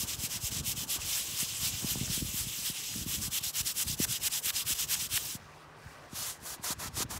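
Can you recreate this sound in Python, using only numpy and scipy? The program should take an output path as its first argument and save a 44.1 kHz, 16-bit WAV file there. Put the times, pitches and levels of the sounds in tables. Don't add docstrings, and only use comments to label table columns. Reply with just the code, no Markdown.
import sys
import numpy as np
from scipy import signal
from scipy.fft import rfft, irfft, next_fast_len
from scipy.io import wavfile

SR = 44100
rng = np.random.default_rng(int(sys.argv[2]) if len(sys.argv) > 2 else 0)


def generate_wav(sig):
    pcm = np.round(np.clip(np.atleast_2d(sig).T, -1, 1) * 32767).astype(np.int16)
    wavfile.write(sys.argv[1], SR, pcm)


def how_loud(loudness_db):
    steps = np.asarray(loudness_db, float) / 20
    return 10 ** steps


N = 317123
MIC_TOP_HZ = 15740

# (frequency [Hz], density [dB per Hz])
BRISTLE_COLOUR = [(410, -28), (700, -18), (2250, -6.5), (3040, -2.5), (4480, -3), (5040, 0), (7940, -0.5),
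                  (9280, -0.5), (12800, -4.5), (15600, -3.5)]
# (frequency [Hz], width [Hz], level [dB])
TILE_RIDGES = [(2770, 196, 1), (3280, 105, 0.5), (4750, 83, -0.5), (4630, 69, -1.5), (6020, 85, 1),
               (7720, 390, 2.5), (9580, 560, -1.5), (12700, 900, 2.5)]
# (turn time [s], level at turn [dB], level up to speed [dB], speed-up [s])
LIGHT_STROKES = [
    (0.0, -33.5, -33.5, .02),
    (.058, -49.4, -34, .034),
    (.163, -51, -32, .085),
    (.285, -50, -33.8, .039),
    (.392, -50.5, -31.5, .082),
    (.504, -48, -34, .018),
    (.622, -56, -31.6, .054),
    (.746, -53, -35, .03),
    (.862, -59, -32.5, .043),
]
HARD_STROKES = [(3.052, -49, -36.8, .04), (3.172, -40, -32.6, .06), (3.298, -58.5, -35, .033),
                (3.399, -51, -32, .042), (3.522, -58, -33, .037), (3.625, -50, -29.5, .045),
                (3.737, -55, -33.8, .04), (3.842, -47, -32, .038), (3.963, -59, -32, .046),
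                (4.06, -53, -30.5, .054), (4.192, -54, -31.5, .049), (4.291, -55, -30, .048),
                (4.412, -57, -33.3, .045), (4.517, -55.5, -29.5, .051), (4.644, -57, -32.5, .034),
                (4.743, -45, -29.5, .059), (4.865, -55, -30.3, .05), (4.959, -43, -32, .046),
                (5.085, -60, -31.5, .044), (5.187, -39.5, -37, .12)]
# (time [s], level [dB])
LIGHT_END, HARD_END = (.986, -47.8), (5.381, -70.5)
# (gain along it [dB], braking [s], tile-body share [dB], tile-edge share [dB], wire-tip share [dB])
LIGHT_PUSH, LIGHT_PULL = (0.3, .028, -8, 0.6, -0.8), (-1.2, .023, 2.5, 1.5, -4.5)
HARD_PUSH, HARD_PULL = (3.6, .014, 3.5, 2.6, 0.2), (-4.4, .023, 0.6, -0.2, -1.8)
# (peak time [s], peak level [dB], swell [s], ease [s])
LEANS = [
    (1.165, -31, .12, .085),
    (1.41, -30, .065, .055),
    (1.661, -28.5, .061, .05),
    (1.907, -30.5, .06, .056),
    (2.14, -31, .055, .1),
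    (2.385, -31.8, .06, .075),
    (2.67, -31.5, .045, .064),
]
# (tile-body share [dB], tile-edge share [dB], wire-tip share [dB])
LEANING, COASTING = (2.2, 1.6, -0.8), (-2.0, 3.8, -2.0)
CIRCLE_DB, SLACK_BEFORE_DB, SLACK_AFTER_DB = -37.2, 1.6, 1.2
TAKE_UP_S, TIRING_DB_PER_S = .025, .45
# (time [s], level [dB], length [s])
SPRING_BACK = [
    (3.185, -39, .016),
    (3.409, -43, .014),
    (3.633, -43, .011),
    (3.851, -41.5, .01),
    (4.751, -37, .018),
    (4.964, -36, .024),
]
SPRING_SAG_DB = 4.2
# (time [s], peak level [dB], frequency [Hz])
TAPS = [
    (1.9540, -38, 750),
    (2.078, -38, 1200),
    (2.939, -38, 1700),
    (4.0495, -29, 1500),
    (4.281, -31, 1800),
    (4.5036, -21, 2600),
    (4.668, -36, 1700),
    (4.9528, -27, 2200),
    (5.1754, -18, 2400),
]
# (start time [s], length [s], speed-up [s], level [dB], dull rub share [dB])
WIPES = [
    (6.095, .285, .068, -38.5, -2.2),
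    (6.4, .174, .06, -42, 1.2),
    (6.613, .134, .029, -35.5, 0.8),
    (6.777, .12, .024, -39.5, 6),
    (6.917, .13, .057, -33.5, -2),
    (7.087, .1, .02, -41, 4),
]
# (frequency [Hz], density [dB per Hz])
RAG_COLOUR = [(260, -12), (450, -8), (514, -15), (578, -5.5), (824, -4.5), (998, -1), (2310, -8),
              (3600, -4.5), (6800, -0.5), (11900, -6.5), (15300, -12)]
# (time [s], level [dB])
RUSTLE = [
    (5.3, -66),
    (5.39, -60.5),
    (5.58, -61),
    (5.75, -66),
    (5.82, -60),
    (5.93, -58),
    (6.0, -60.5),
    (6.38, -60.5),
    (7.19, -62),
]
# (frequency [Hz], density [dB per Hz])
CLOTH_COLOUR = [(1180, -42), (2000, 5.5), (2120, -10), (2330, 0.5), (3190, -3.5), (5280, -5), (15300, -22)]
# (time [s], level [dB])
BREEZE = [(0.0, -49), (.45, -54), (.62, -46.5), (.9, -53), (1.08, -48.5), (1.3, -57), (2.0, -45.5),
          (2.55, -52), (2.8, -61), (3.0, -48), (3.26, -46), (3.4, -62), (4.1, -50), (4.3, -60),
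          (4.9, -54.5), (5.6, -61), (6.65, -59), (7.0, -47)]
# (peak time [s], peak
# level [dB], frequency [Hz])
EDDIES = [(.037, -35.5, 168), (.24, -35, 180), (.442, -33, 86.5), (.683, -36, 102), (1.431, -35.5, 196),
          (1.634, -35, 140), (1.847, -27, 218), (1.959, -32, 230), (2.015, -27, 167), (2.034, -32, 151),
          (2.104, -29, 120), (2.179, -34, 228), (2.226, -27.5, 198), (2.472, -36, 150), (2.702, -35.5, 188),
          (3.066, -32, 190), (3.284, -36, 146), (3.609, -36.9, 113), (3.869, -35, 100), (3.902, -32, 131),
          (4.003, -23, 244), (5.354, -36, 174), (5.865, -40, 108), (6.133, -37.5, 207), (6.707, -35.5, 205),
          (6.861, -37.5, 158), (6.981, -33.5, 231), (7.006, -31.5, 343), (7.05, -35.5, 180),
          (7.148, -37, 135),
          (.098, -43, 163), (.19, -37.5, 100), (.362, -38, 130), (.527, -38.3, 181), (.57, -36, 106),
            (.78, -38, 153), (.962, -41.5, 284), (.991, -42, 75), (1.341, -43, 113), (1.669, -39, 114),
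            (1.742, -36.5, 96), (1.977, -33, 148), (2.253, -36, 132), (2.29, -36, 127), (2.345, -36, 171),
            (2.962, -39, 232), (3.186, -40, 118), (3.232, -42, 91), (3.415, -43, 133), (3.469, -42.5, 106),
            (4.028, -38, 96), (4.468, -44, 164), (4.707, -41, 265), (4.724, -40.5, 94), (4.112, -40, 120),
            (5.027, -42, 140), (2.59, -43, 210), (5.142, -40, 95), (6.598, -43, 183), (7.026, -39, 306)]
# (frequency [Hz], density [dB per Hz])
TRAFFIC_COLOUR = [(150, -32), (250, -11), (506, -6), (588, -5), (1010, -4.5), (1150, -2.5), (1400, -8.5),
                  (1510, -4.5), (9000, -53), (11700, -53), (19800, -120)]
# (time [s], tyre roar level [dB])
STREET = [(0.0, -56), (0.58, -58), (0.96, -54.5), (1.34, -58.5), (2.0, -57.5), (2.2, -60.5), (3.92, -60.5),
          (4.08, -57.5), (4.83, -59.5), (5.71, -57.5), (5.99, -55), (6.23, -58.5), (7.19, -59)]
HUM_HZ, HUM_WIDTH_HZ, HUM_DB = 151.5, 4.0, -63
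# (time [s], low edge [Hz], high edge [Hz], level [dB])
SIDE_HISS = [
    (1.88, 9350, 12500, -44),
    (1.88, 13800, 15300, -48),
    (2.905, 4250, 5000, -50),
    (2.905, 10300, 12200, -49),
    (5.293, 11000, 12200, -50),
    (6.223, 4300, 5800, -50),
    (6.223, 13100, 14500, -50),
]


def brush():
    corners, grip = hand()
    speed, = in_time(np.transpose([corners[:, 0], how_loud(corners[:, 1] / 2)]))
    level_db = 40 * np.log10(speed)
    body_db, edge_db, tip_db = in_time(grip)
    body_db += 0.13 * (level_db + 29)
    tip_db += .05 * (level_db + 33)
    scrapes = grains(per_s=20000, spread_db=2.0)
    snaps = plucked(grains(per_s=5500, spread_db=2.4), cycles=60)
    tufts = how_loud(0.46 * drift(55))
    catches = rms_one((scrapes + how_loud(-4) * snaps) * tufts)
    shares = [(body_db, 0, 2000), (edge_db, 2000, 4200), (tip_db, 8500, SR)]
    out = how_loud(level_db) * coloured(catches, BRISTLE_COLOUR, 1.32, shares, TILE_RIDGES)
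    for s, peak_db, hz in TAPS:
        knock, _ = chirp(hz, glide=3.0, hold=.6)
        handle, _ = chirp(.62 * hz, glide=4.0, hold=1.1)
        add(out, int(s * SR), how_loud(peak_db) * knock)
        add(out, int((s + .0008) * SR), how_loud(peak_db - 12) * handle)
    return out


def hand():
    resume = HARD_STROKES[0][0] - TAKE_UP_S
    level = [(HARD_END[0] + .02, -90), (resume, CIRCLE_DB - TIRING_DB_PER_S * (resume - LIGHT_END[0]))]
    grip = [(LIGHT_END[0] + TAKE_UP_S, *COASTING), (resume, *HARD_PULL[2:])]
    runs = [(LIGHT_STROKES, LIGHT_END, (LIGHT_PUSH, LIGHT_PULL)), (HARD_STROKES, HARD_END, (HARD_PUSH, HARD_PULL))]
    for strokes, end, ways in runs:
        level.append(end)
        stops = [row[0] for row in strokes[1:]] + [end[0]]
        for k, ((s, turn_db, db, rise), stop) in enumerate(zip(strokes, stops)):
            gain_db, brake, *shares = ways[k % 2]
            brake_from = max(stop - brake, s + rise + 1e-4)
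            level += [(s, turn_db), (s + rise, db), (brake_from, db + gain_db)]
            grip.append(((s + stop) / 2, *shares))
    for s, db, length in SPRING_BACK:
        level += [(s, db), (s + length, db - SPRING_SAG_DB)]
    for s, db, swell, ease in LEANS:
        tired_db = TIRING_DB_PER_S * (s - LIGHT_END[0])
        coast_db = CIRCLE_DB - tired_db
        level += [(s - swell - TAKE_UP_S, coast_db),
                  (s - swell, CIRCLE_DB - SLACK_BEFORE_DB - 2 * tired_db),
                  (s, db),
                  (s + ease, CIRCLE_DB - SLACK_AFTER_DB - 6.0 * tired_db),
                  (s + ease + TAKE_UP_S, coast_db)]
        grip += [(s, *LEANING), (s + ease + 2 * TAKE_UP_S, *COASTING)]
    return np.array(sorted(level)), sorted(grip)


def plucked(clicks, cycles):
    out, dealt = np.zeros(N), rng.integers(0, 28, N)
    tips_hz = np.geomspace(2700, 14500, 28) * how_loud(rng.normal(0, .15, 28))
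    for k, hz in enumerate(tips_hz):
        r, w = how_loud(-60 * hz / (cycles * SR)), 2 * np.pi * hz / SR
        struck = clicks * (dealt == k) + 1e-18
        out += hz ** 0.97 * signal.lfilter([np.sin(w)], [1, -2 * r * np.cos(w), r * r], struck)
    return rms_one(out)


def rag():
    start, length, rise, wipe_db, dull_db = np.transpose(WIPES)
    brake = .92 * length ** 2
    middle = start + length / 2
    knots = np.transpose([start, start + rise, start + length - brake, start + length]).ravel()
    still_db = np.full(len(start), -66.)
    end_db = wipe_db + 0.2 - .5 * dull_db
    levels = np.transpose([still_db, wipe_db, end_db, still_db]).ravel()
    level_db, = in_time(np.transpose([knots, levels]))
    top_db, = in_time(np.transpose([middle, wipe_db]))
    touching = level_db > still_db[0]
    pressed_db = 1.8 - .5 * (wipe_db - wipe_db.mean())
    rub_db, hiss_db = in_time(np.transpose([middle, dull_db, pressed_db]))
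    hiss_db += .1 * (level_db - top_db)
    drag = rng.standard_normal(N) * how_loud(0.64 * drift(40))
    shares = [(rub_db, 0, 2500), (hiss_db, 9000, SR)]
    wipe = touching * how_loud(level_db) * coloured(drag, RAG_COLOUR, 1.2, shares, first=6 * SR)
    rustle_db, = in_time(RUSTLE)
    crisp_db = -0.6 + .6 * (rustle_db - rustle_db.mean())
    crackle = grains(per_s=9000, spread_db=2.5)
    rustle = coloured(crackle, CLOTH_COLOUR, 1.8, [(crisp_db, 7000, SR)], first=5 * SR)
    return wipe + how_loud(rustle_db) * rustle


def breeze():
    gust_db, = in_time(BREEZE)
    rumble_db = gust_db + 0.5
    flutter_db = -59 + gust_db - gust_db.mean()
    lumps = how_loud(3.8 * drift(16))
    rumble = band_pass(rng.standard_normal(N), 48, 125, order=2) * lumps
    flutter = band_pass(rng.standard_normal(N), 130, 290, order=2) * lumps * how_loud(3.0 * drift(24))
    out = how_loud(rumble_db) * rms_one(rumble) + how_loud(flutter_db) * rms_one(flutter)
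    for s, peak_db, hz in EDDIES:
        swing, top = chirp(hz, glide=1.49, hold=0.526)
        add(out, max(int(s * SR) - top, 0), rng.choice([-1, 1]) * how_loud(peak_db + 1.4) * swing)
    return out


def chirp(hz, glide, hold):
    cycles = np.arange(int(6 * SR / hz)) * hz / SR
    puff = cycles ** 1.44 * np.exp(-cycles / hold)
    swing = np.sin(2 * np.pi * 1.8 * glide * (1 - np.exp(-cycles / glide)))
    return swing * puff / puff.max(), np.argmax(puff)


def street():
    r, w = np.exp(-np.pi * HUM_WIDTH_HZ / SR), 2 * np.pi * HUM_HZ / SR
    hum = signal.lfilter([1, 0, -1], [1, -2 * r * np.cos(w), r * r], rng.standard_normal(N))
    street_db, = in_time(STREET)
    drone_db = -.6 * (street_db + 54)
    traffic = coloured(rng.standard_normal(N), TRAFFIC_COLOUR, 2.15, [(drone_db, 0, 600)])
    return how_loud(street_db + 1.5) * traffic + how_loud(HUM_DB) * rms_one(hum)


def coloured(x, spectrum, patchy_db, shelves=(), ridges=(), first=0):
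    size = next_fast_len(N - first)
    bins = np.maximum(np.arange(size // 2 + 1) * SR / size, 1)
    hz, level_db = np.transpose(spectrum)
    colour_db = np.interp(np.log(bins), np.log(hz), level_db)
    for ridge_hz, width, ridge_db in ridges:
        colour_db += ridge_db * np.exp(-.5 * ((bins - ridge_hz) / width) ** 2)
    shaped = rfft(x[first:], size) * how_loud(colour_db) * (bins < MIC_TOP_HZ)
    shaped *= np.sqrt((N - first) / np.mean(np.abs(shaped) ** 2))
    out = np.zeros(N)
    for centre in hz[0] * 2 ** np.arange(0, np.log2(22000 / hz[0]), .5):
        window = np.clip(1 - 2 * np.abs(np.log2(bins / centre)), 0, 1)
        band = irfft(shaped * window, size)[:N - first]
        gain_db = patchy_db * drift(10) + sum(curve for curve, low, high in shelves if low < centre < high)
        out[first:] += band * how_loud(gain_db)[first:]
    return out


def grains(per_s, spread_db):
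    sizes = how_loud(spread_db * np.minimum(rng.exponential(1, N), 4)) * rng.choice([-1, 1], N)
    return rms_one(sizes * (rng.random(N) < per_s / SR))


def drift(rate):
    r = np.exp(-80 * np.pi * rate / SR)
    slow = signal.lfilter([1], [1, -2 * r, r * r], rng.standard_normal(N // 40 + 2002))[2000:]
    return np.interp(np.arange(N) / 40, np.arange(len(slow)), rms_one(slow))


def in_time(rows):
    s, *columns = np.transpose(rows)
    return [np.interp(np.arange(N) / SR, s, c) for c in columns]


def band_pass(x, low_hz, high_hz, order):
    return signal.sosfilt(signal.butter(order, [low_hz, high_hz], "band", fs=SR, output="sos"), x)


def rms_one(x):
    return x / np.sqrt(np.mean(x ** 2) + 1e-20)


def add(out, at, piece):
    out[at:at + len(piece)] += piece[:N - at]


def scene():
    return np.tile(brush() + rag() + breeze() + street(), (2, 1))


def band_limit(x):
    return signal.sosfilt(signal.butter(12, 16600, fs=SR, output="sos"), x)


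def record(dry):
    apart, fade = np.zeros(N), np.hanning(2048)
    for s, low_hz, high_hz, level_db in SIDE_HISS:
        hiss = band_pass(rng.standard_normal(len(fade)), low_hz, high_hz, order=6)
        add(apart, int(s * SR) - len(fade) // 2, how_loud(level_db) * rms_one(hiss) * fade)
    dry = signal.sosfilt(signal.butter(2, 38, "high", fs=SR, output="sos"), dry)
    return band_limit(dry + apart * [[1], [-1]])


dry = scene()
out = record(dry)
generate_wav(out)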